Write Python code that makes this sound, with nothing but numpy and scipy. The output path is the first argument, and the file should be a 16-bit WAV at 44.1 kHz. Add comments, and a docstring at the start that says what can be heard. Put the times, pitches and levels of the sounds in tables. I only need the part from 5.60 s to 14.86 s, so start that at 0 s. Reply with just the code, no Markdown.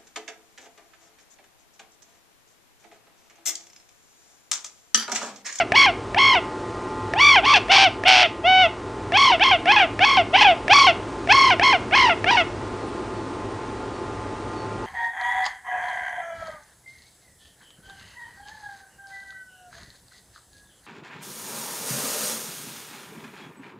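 """A toucan croaks in bouts in a small room: two syrinx halves sing in step at low pitch and slip apart
when pushed higher; their beating makes the croak. Most notes open with a click, noise-struck modes.
A motor whines faintly (wavering harmonics) over low room rumble (shaped noise); a far bird whistles
late on (bent sines). One close microphone, band-limited, feeds both channels."""
import sys
import numpy as np
from scipy import signal
from scipy.fft import rfft, irfft, next_fast_len
from scipy.io import wavfile
from scipy.ndimage import uniform_filter1d

SR = 44100
rng = np.random.default_rng(int(sys.argv[2]) if len(sys.argv) > 2 else 0)


def log_audio(samples):
    """Write samples as a 16-bit WAV file to the path given in sys.argv[1]."""
    # one column per channel
    frames = np.atleast_2d(samples).T
    # limit to full scale, then quantise
    limited = np.clip(frames, -1, 1)
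    pcm = np.round(limited * 32767).astype(np.int16)
    wavfile.write(sys.argv[1], SR, pcm)


def field_ratio(decibels):
    """Amplitude ratio for a level in dB (20 dB per decade); scalars and array-likes work."""
    return 10 ** (np.asarray(decibels, dtype=float) / 20)


N = 408366

# low register, opening of each note: start_s, rise_s, then at the top of the rise
# level_db, pitch_hz, overtones_over_fundamental_db
NOTE_SWELLS = [(-0.03, .036, -14, 750, -1.5), (0.126, .022, -18.5, 870, -3), (0.556, .024, -16, 870, -3),
               (1.545, .029, -21.5, 850, -7), (1.824, 0.029, -18.5, 940, 3), (2.09, .026, -11.5, 785, 3.5),
               (2.449, .026, -12, 767, 3.5), (2.836, .048, -13.5, 749, -1.5), (3.524, 0.052, -13, 880, 6),
               (3.798, 0.037, -12, 890, 8.5), (4.058, .06, -11.5, 885, 5), (4.397, .052, -11, 865, 5.5),
               (4.729, .03, -10, 800, 1.1), (5.089, .041, -8.5, 865, 4), (5.684, .041, -9, 895, 8),
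               (6.002, .028, -16, 870, 4), (6.317, .034, -12.5, 870, 9), (6.654, .054, -15, 835, 7)]
# low register, close of each note: end_s, fall_s, then where the fall begins
# level_db, pitch_hz, overtones_over_fundamental_db
NOTE_ENDINGS = [(0.038, .03, -15, 720, -1.5), (0.318, .054, -15, 835, 2.5), (0.8, .046, -16, 770, 4),
                (1.81, 0.049, -11, 836, 5), (1.996, .054, -11.5, 898, 9), (2.292, .043, -12.5, 778, 1.5),
                (2.675, .036, -15, 715, 2.5), (3.08, .06, -12.5, 749, 1.5), (3.77, 0.051, -14, 775, 1.5),
                (3.973, 0.061, -12.5, 808, 3), (4.264, .064, -13, 815, 3.5), (4.629, .057, -12, 790, -1.5),
                (4.945, .098, -10.5, 850, 0.5), (5.321, .049, -10.5, 765, 2.5),
                (5.953, .046, -13.5, 790, 5), (6.177, .045, -14, 815, 2), (6.543, 0.045, -15.5, 728, 3.5),
                (6.836, .064, -15, 765, 6)]
# voice of each note: slip_between_halves_hz, hoarseness_0_to_1, treble_db (beak turn),
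# gape_tilt_db_per_octave (about 2600 Hz)
NOTE_VOICING = [(50, 0.37, 13, -7), (49.3, .2, 5, -2.5), (57.7, 0.16, 1.4, 0), (49.9, 0.15, 2.5, -1),
                (62.9, 0.34, 2.5, 5.5), (49.6, 0.22, 3.5, 6), (50, 0.63, 2.5, 6.5), (50, 0.11, 2.5, 4),
                (41.2, 0.22, 2, 6), (37.7, 0.25, -0.2, 5.5), (45, 0.27, 3.8, -0.5), (45.4, 0.26, 4.5, 3),
                (47.4, 0.3, 0.5, 4.5), (36.3, 0.24, 7.5, 4), (32.5, 0.22, 9.5, -2), (60.2, 0.2, 6, -3.5),
                (50.3, 0.24, 7, -6), (39.2, 0.22, 8, -2.5)]
# jumps to the high register: start_s, end_s, crest_hz, end_hz, level_db
REGISTER_BREAKS = [(.148, 0.262, 1129, 1031, -12), (0.579, 0.752, 1105, 975, -14.5),
                   (1.575, 1.759, 1175, 1017, -12), (1.854, 1.937, 1160, 1140, -14),
                   (2.159, 2.18, 1160, 1140, -12.5), (3.572, 3.719, 1123, 921, -14),
                   (3.836, 3.912, 1096, 1061, -16.5), (4.119, 4.161, 1089, 1075, -17.5),
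                   (4.186, 4.198, 1020, 960, -18), (4.448, 4.571, 1126, 1083, -17.5),
                   (4.763, 4.81, 1030, 1120, -16.5), (4.827, 4.845, 1050, 980, -16.5),
                   (5.132, 5.269, 1150, 1058, -12), (5.725, 5.904, 1104, 1035, -13.5),
                   (6.03, 6.129, 1100, 1040, -14.5), (6.351, 6.495, 1091, 896, -15),
                   (6.707, 6.77, 1030, 935, -17)]
# colour of each break: climb_s, crest_overtones_db, level_change_db, sag_exponent (1 steady, 6 late)
BREAK_COLOURS = [(.016, 6.5, -2, 5), (0.011, 2.5, -1.5, 6), (.04, 6.5, -1.5, 4), (.018, -2.5, 1.5, 3),
                 (.004, 6, -3, 3), (.004, 0, -1, 4), (.006, 0.5, -3, 2.1), (.005, -1.5, -7, 2.1),
                 (.004, 0.5, 0.5, 1.1), (.004, 0.5, -2.5, 1.5), (0.0065, 3, 2, 3), (.004, 5, -8, 1.5),
                 (.004, -1.5, -2.5, 2.1), (.005, -3, -1.5, 3), (0.0049, 0.5, -2.5, 3),
                 (0.00494, 1.5, -3, 2.2), (.004, -4.5, -3, .5)]
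# rasps, cycles grouped in threes and sixes: start_s, end_s, sixes_rad, threes_rad, wander_rad
RASP_SPANS = [(1.955, 1.99, .1, .25, .2), (2.112, 2.25, .14, .3, .24), (2.475, 2.635, .2, .25, .32),
              (4.77, 4.845, .05, .1, .22)]
# windpipe and beak response, for the overtones: freq_hz, gain_db
THROAT_RESPONSE = [(800, -31), (1300, -4), (1850, -4.5), (2250, 0), (2700, 0), (3250, -4.5), (3900, -16),
                   (4450, -13), (5000, -17), (5600, -18), (7500, -38), (10500, -41.5)]
# clicks that open notes: time_s, level_db
CLICK_TIMES = [(0.1208, -10.5), (0.5462, -19), (1.5366, -14.5), (2.084, -26), (2.437, -20.5), (3.5215, -17),
               (3.797, -19.5), (4.057, -18), (4.3924, -18.5), (5.081, -18), (5.674, -22), (5.9966, -12.5),
               (6.311, -27), (6.6434, -17.5)]
# modes a click rings: freq_hz, level_db, t60_s
CLICK_RESONANCES = [(692, -5.5, 0.039), (1780, 1.5, 0.0064), (2320, -2.5, 0.013), (3120, -13.5, 0.0089),
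                    (4900, -24, 0.014)]
# relative spectrum of the room noise: freq_hz, density_db_per_hz
RUMBLE_SPECTRUM = [(25, -24.5), (56, -4.5), (78, -14), (102, 1.5), (150, -15), (280, -5), (378, -2),
                   (532, -11.5), (1100, -15), (1700, -22.5), (3000, -29), (9730, -40.5), (10500, -47)]
# wandering background levels: time_s, noise_db, whine_db
BACKGROUND_LEVELS = [(0, -33.5, -52), (.7, -32, -43.5), (1.4, -32, -39.5), (2.1, -32, -45.5),
                     (2.6, -36, -45.5), (3.4, -33, -46), (4.3, -32.5, -47), (6.4, -30.5, -46.5),
                     (8.0, -32, -45.5), (9.26, -32, -42.5)]
# motor harmonics: multiple, relative_level_db
WHINE_HARMONICS = [(5, 2), (6, -1.5), (7, -4.5), (8, -8), (11, -13)]
# far bird: start_s, length_s, pitch_hz, level_db
WHISTLES = [(7.18, .11, 4300, -53), (7.25, .06, 9200, -57), (7.5, 0.17, 4400, -55), (8.31, .09, 4480, -54),
            (8.94, .12, 4450, -48)]
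# bands of faint left-right difference that follows the sound: low_hz, high_hz, level_db
SIDE_BANDS = [(2060, 2920, -17.5), (6880, 8600, -13.5)]

UNLOCK_HZ = 875  # above this pitch the halves slip apart
SLACK_HZ = 622.2  # pitch at the very edges of a note
RISE_BEND, FALL_BEND = .85, 1.05  # exponents of the pitch ramps
# level deficit at each edge; its time constant is S + SHARE * ramp time
ATTACK_DB, ATTACK_S, ATTACK_SHARE = -26, .003, .11
RELEASE_DB, RELEASE_S, RELEASE_SHARE = -28, .005, .07
DULL_DB_PER_HZ, SAG_DULL_DB_PER_HZ = .052, .045  # slacker membranes lose overtones
SOFT_DB_PER_HZ, BREAK_ARCH_DB = .007, 1.5  # and some level; a break swells in its middle
DROP_S, FLAT_SHARE, SETTLE_S = .0055, .018, .02  # fall out of a break; flat start, then settling
TREBLE_HZ, CUTOFF_HZ = 3800, 10200
ROOM_T60_S, ROOM_DB = .32, -18
ROOM_LOW_CUT_HZ = 800  # the echo carries little of the fundamental
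WHINE_HZ = 174.3


def rms_one(x):
    """Scale to rms 1."""
    return x / np.sqrt(np.mean(x ** 2) + 1e-20)


def at_hz(points, hz):
    """Read a spectrum on a log-frequency axis."""
    freq_hz, level_db = np.transpose(points)
    return np.interp(np.log(hz), np.log(freq_hz), level_db)


def shaped(x, gain_db_at):
    """Filter by a spectrum given as a function of Hz."""
    length = next_fast_len(len(x))
    hz = np.maximum(np.arange(length // 2 + 1) * SR / length, 10)
    return irfft(rfft(x, length) * field_ratio(gain_db_at(hz)), length)[:len(x)]


def drift(rate_hz, size):
    """Slow chance: white noise through a double one-pole low-pass, rms 1."""
    r = np.exp(-2 * np.pi * rate_hz / SR)
    warmup = 20000
    noise = rng.standard_normal(size + warmup)
    return rms_one(signal.lfilter([1], [1, -2 * r, r * r], noise)[warmup:])


def coloured_noise(points, size):
    """Noise shaped to a spectrum, rms 1."""
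    return rms_one(shaped(rng.standard_normal(size), lambda hz: at_hz(points, hz)))


def controls(swell, ending):
    """Membrane tension sets pitch, level and brightness: rise, hold, fall, breaks laid over."""
    (start_s, rise_s, *top), (end_s, fall_s, *last) = swell, ending
    t = np.arange(max(start_s - .008, 0), end_s + .015, 1 / SR)
    hold_s = [start_s + rise_s, end_s - fall_s]
    level_db, held_hz, bright_db = [np.interp(t, hold_s, pair) for pair in zip(top, last)]
    rising = np.clip((t - start_s) / rise_s, 0, 1) ** RISE_BEND
    falling = np.clip((end_s - t) / fall_s, 0, 1) ** FALL_BEND
    pitch_hz = SLACK_HZ + (held_hz - SLACK_HZ) * rising * falling
    slack_hz = held_hz - pitch_hz
    bright_db = bright_db - DULL_DB_PER_HZ * slack_hz
    attack = np.exp(-np.maximum(t - start_s, 0) / (ATTACK_S + ATTACK_SHARE * rise_s))
    release = np.exp(-np.maximum(end_s - t, 0) / (RELEASE_S + RELEASE_SHARE * fall_s))
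    level_db = level_db - SOFT_DB_PER_HZ * slack_hz + ATTACK_DB * attack + RELEASE_DB * release
    for span, colour in zip(REGISTER_BREAKS, BREAK_COLOURS):
        up_s, down_s, crest_hz, end_hz, high_db = span
        climb_s, high_bright_db, change_db, bend = colour
        high = np.clip(np.minimum((t - up_s) / climb_s, (down_s - t) / DROP_S + .5), 0, 1)
        since_climb_s = t - up_s - climb_s
        along = np.clip(since_climb_s / (down_s - up_s - climb_s), 0, 1)
        sag_hz = (crest_hz - end_hz) * along ** bend
        flat = FLAT_SHARE * np.exp(-np.maximum(since_climb_s, 0) / SETTLE_S)
        arch_db = BREAK_ARCH_DB * (np.sin(np.pi * along) - .5)
        # crossfade from the low register to the high
        pitch_hz = pitch_hz + high * (crest_hz * (1 - flat) - sag_hz - pitch_hz)
        level_db = level_db + high * (high_db + change_db * (along - .5) + arch_db - level_db)
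        bright_db = bright_db + high * (high_bright_db - SAG_DULL_DB_PER_HZ * sag_hz - bright_db)
    return t, level_db, pitch_hz, bright_db


def note(swell, ending, slip_hz, hoarse, treble_db, gape_db):
    """Two membranes, overtones, combination tones and breath; returns first sample and sound."""
    t, level_db, pitch_hz, bright_db = controls(swell, ending)
    size = len(t)
    hoarse = np.clip(hoarse, 0, 1)
    apart = np.clip((pitch_hz - UNLOCK_HZ) / 30, 0, 1)
    cycle = 2 * np.pi * np.cumsum(pitch_hz) / SR
    beat = 2 * np.pi * np.cumsum(slip_hz * apart * (1 + .11 * drift(17.6, size))) / SR
    # apart, the voice is hoarser and the halves tug at each other once a beat
    shake = hoarse * (.61 + .63 * apart) * (1.37 * drift(68, size) + .41 * drift(270, size))
    upper = cycle + shake + .086 * apart * np.sin(beat)
    lower = cycle - beat + shake + hoarse * .91 * drift(89, size) - .07 * np.sin(beat)
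    pulse, pressed = 1, apart
    for rasp_start_s, rasp_end_s, sixes, threes, wander in RASP_SPANS:
        on = np.clip(np.minimum(t - rasp_start_s, rasp_end_s - t) / .004, 0, 1)
        if on.any():  # uneven groups of cycles put lines between the overtones
            group = cycle / 6 + 1.2 * drift(25, size)
            uneven = sixes * np.sin(group) + threes * np.sin(2 * group) + wander * drift(250, size)
            upper += on * uneven
            pulse = 1 + 2 * sixes * on * np.cos(group)  # the voice throbs once a group
            pressed = np.maximum(apart, on)
    second = field_ratio(-1.5) * apart
    fundamental = (np.sin(upper) + second * np.sin(lower)) / np.sqrt(1 + second ** 2)
    # soft or relaxed singing is dull
    treble = field_ratio(treble_db + .46 * (level_db - level_db.max()) - 12.2 * (1 - pressed))

    def throat_db(hz):
        return at_hz(THROAT_RESPONSE, hz) + gape_db * np.clip(np.log2(hz / 2600), -.5, .5)

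    # each half has its own overtones; the shared airstream adds sum tones between them
    own, mixed = .68 * second, .84 * second
    overtones, power = 0, 0
    for k in range(2, 15):
        gain = np.where(k * pitch_hz > TREBLE_HZ, treble, 1) * (k * pitch_hz < CUTOFF_HZ)
        tones = np.sin(k * upper + k) + own * np.sin(k * lower + k)
        sum_tone = mixed * np.sin((k - 1) * upper + lower)
        overtones = overtones + gain * (tones + sum_tone)
        power = power + (gain * field_ratio(throat_db(k * pitch_hz))) ** 2 * (1 + own ** 2 + mixed ** 2)
    air = rng.standard_normal(size)
    hiss = shaped(air, lambda hz: -40 * (hz < TREBLE_HZ))
    breath = hoarse * field_ratio(9.5) * (air - hiss + treble * hiss)
    overtones = shaped((overtones + breath) * field_ratio(bright_db) / np.sqrt(power / 2), throat_db)
    fundamental = shaped(np.sqrt(2) * pulse * fundamental, lambda hz: -20 * (hz < 580))
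    voice = fundamental + pulse * overtones
    fade = np.clip(np.minimum((t - swell[0]) / .006 + 1, (ending[0] - t) / .011 + 1), 0, 1)
    return int(t[0] * SR), voice * fade * field_ratio(level_db) / np.sqrt(1 + field_ratio(2 * bright_db))


def clicks():
    """The syrinx pops open: impulse and air puff strike short modes, each with random strength."""
    time_s, click_db = np.transpose(CLICK_TIMES)
    spread_db = rng.normal(0, 2.5, (len(time_s), len(CLICK_RESONANCES)))
    puff = .12 * rng.standard_normal(400) * np.exp(-np.arange(400) / (.003 * SR))
    puff[0] = 1
    out = np.zeros(N)
    for k, (hz, mode_db, t60_s) in enumerate(CLICK_RESONANCES):
        pops = np.zeros(N)
        pops[(time_s * SR).astype(int)] = field_ratio(click_db + mode_db + spread_db[:, k])
        struck = signal.fftconvolve(pops, puff)[:N]
        r, w = field_ratio(-60 / (t60_s * SR)), 2 * np.pi * hz / SR
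        out += signal.lfilter([0, np.sin(w)], [1, -2 * r * np.cos(w), r * r], struck)
    return out


def toucan():
    """All notes of the two-part syrinx and their clicks."""
    out = clicks()
    for swell, ending, voicing in zip(NOTE_SWELLS, NOTE_ENDINGS, NOTE_VOICING):
        first, sound = note(swell, ending, *voicing)
        out[first:first + len(sound)] += sound
    return out


def room(x):
    """Dense echoes as decaying noise, low-passed and thinned in the bass."""
    t = np.arange(int(.5 * SR)) / SR
    tail = rng.standard_normal(len(t)) * field_ratio(-60 * t / ROOM_T60_S) * (t > .004)
    tail = signal.lfilter([.5], [1, -.5], tail)
    low_cut = signal.butter(2, ROOM_LOW_CUT_HZ, "high", fs=SR, output="sos")
    tail = signal.sosfilt(low_cut, tail)
    return signal.fftconvolve(x, tail / np.sqrt(np.sum(tail ** 2)))[:N]


def background():
    """Room rumble and hiss as shaped noise, plus the wavering harmonics of a small motor."""
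    time_s, *columns = np.transpose(BACKGROUND_LEVELS)
    noise_db, whine_db = [np.interp(np.arange(N) / SR, time_s, c) for c in columns]
    turn = 2 * np.pi * np.cumsum(WHINE_HZ * (1 + .0012 * drift(3.26, N))) / SR
    whine = 0
    for k, level_db in WHINE_HARMONICS:
        whine = whine + field_ratio(level_db + 2.6 * drift(13, N)) * np.sin(round(k) * turn + k)
    noise = coloured_noise(RUMBLE_SPECTRUM, N)
    return field_ratio(noise_db) * noise + np.sqrt(2) * field_ratio(whine_db) * whine


def far_bird():
    """Faint whistles: sines under half-sine envelopes, phase bent by the envelope."""
    t, out = np.arange(N) / SR, 0
    for start_s, length_s, hz, level_db in WHISTLES:
        shape = np.sin(np.pi * np.clip((t - start_s) / length_s, 0, 1))
        out = out + field_ratio(level_db) * shape * np.sin(2 * np.pi * hz * t + 2.6 * shape)
    return out


def scene():
    """The toucan, its echo, the background and the far bird, alike in both channels."""
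    voice = toucan()
    mono = voice + field_ratio(ROOM_DB) * room(voice) + background() + far_bird()
    return np.tile(mono, (2, 1))


def roll_off(x):
    """The treble ends steeply here."""
    return signal.sosfilt(signal.butter(12, 10920, fs=SR, output="sos"), x)


def record(dry):
    """The top is cut, the channels differ a little in two bands, peaks clip at full scale."""
    top_cut = signal.cheby2(14, 60, CUTOFF_HZ + 500, fs=SR, output="sos")
    mix = signal.sosfilt(top_cut, dry)
    for low_hz, high_hz, level_db in SIDE_BANDS:
        band = signal.butter(4, [low_hz, high_hz], "band", fs=SR, output="sos")
        power = uniform_filter1d(signal.sosfilt(band, mix[0]) ** 2, size=1500)
        strength = np.sqrt(power + 1e-14)
        noise = rms_one(signal.sosfilt(band, rng.standard_normal(N)))
        mix = mix + field_ratio(level_db) * strength * noise * [[1], [-1]]  # opposite sign left and right
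    return roll_off(np.clip(mix, -1, 1))


dry = scene()
out = record(dry)
log_audio(out)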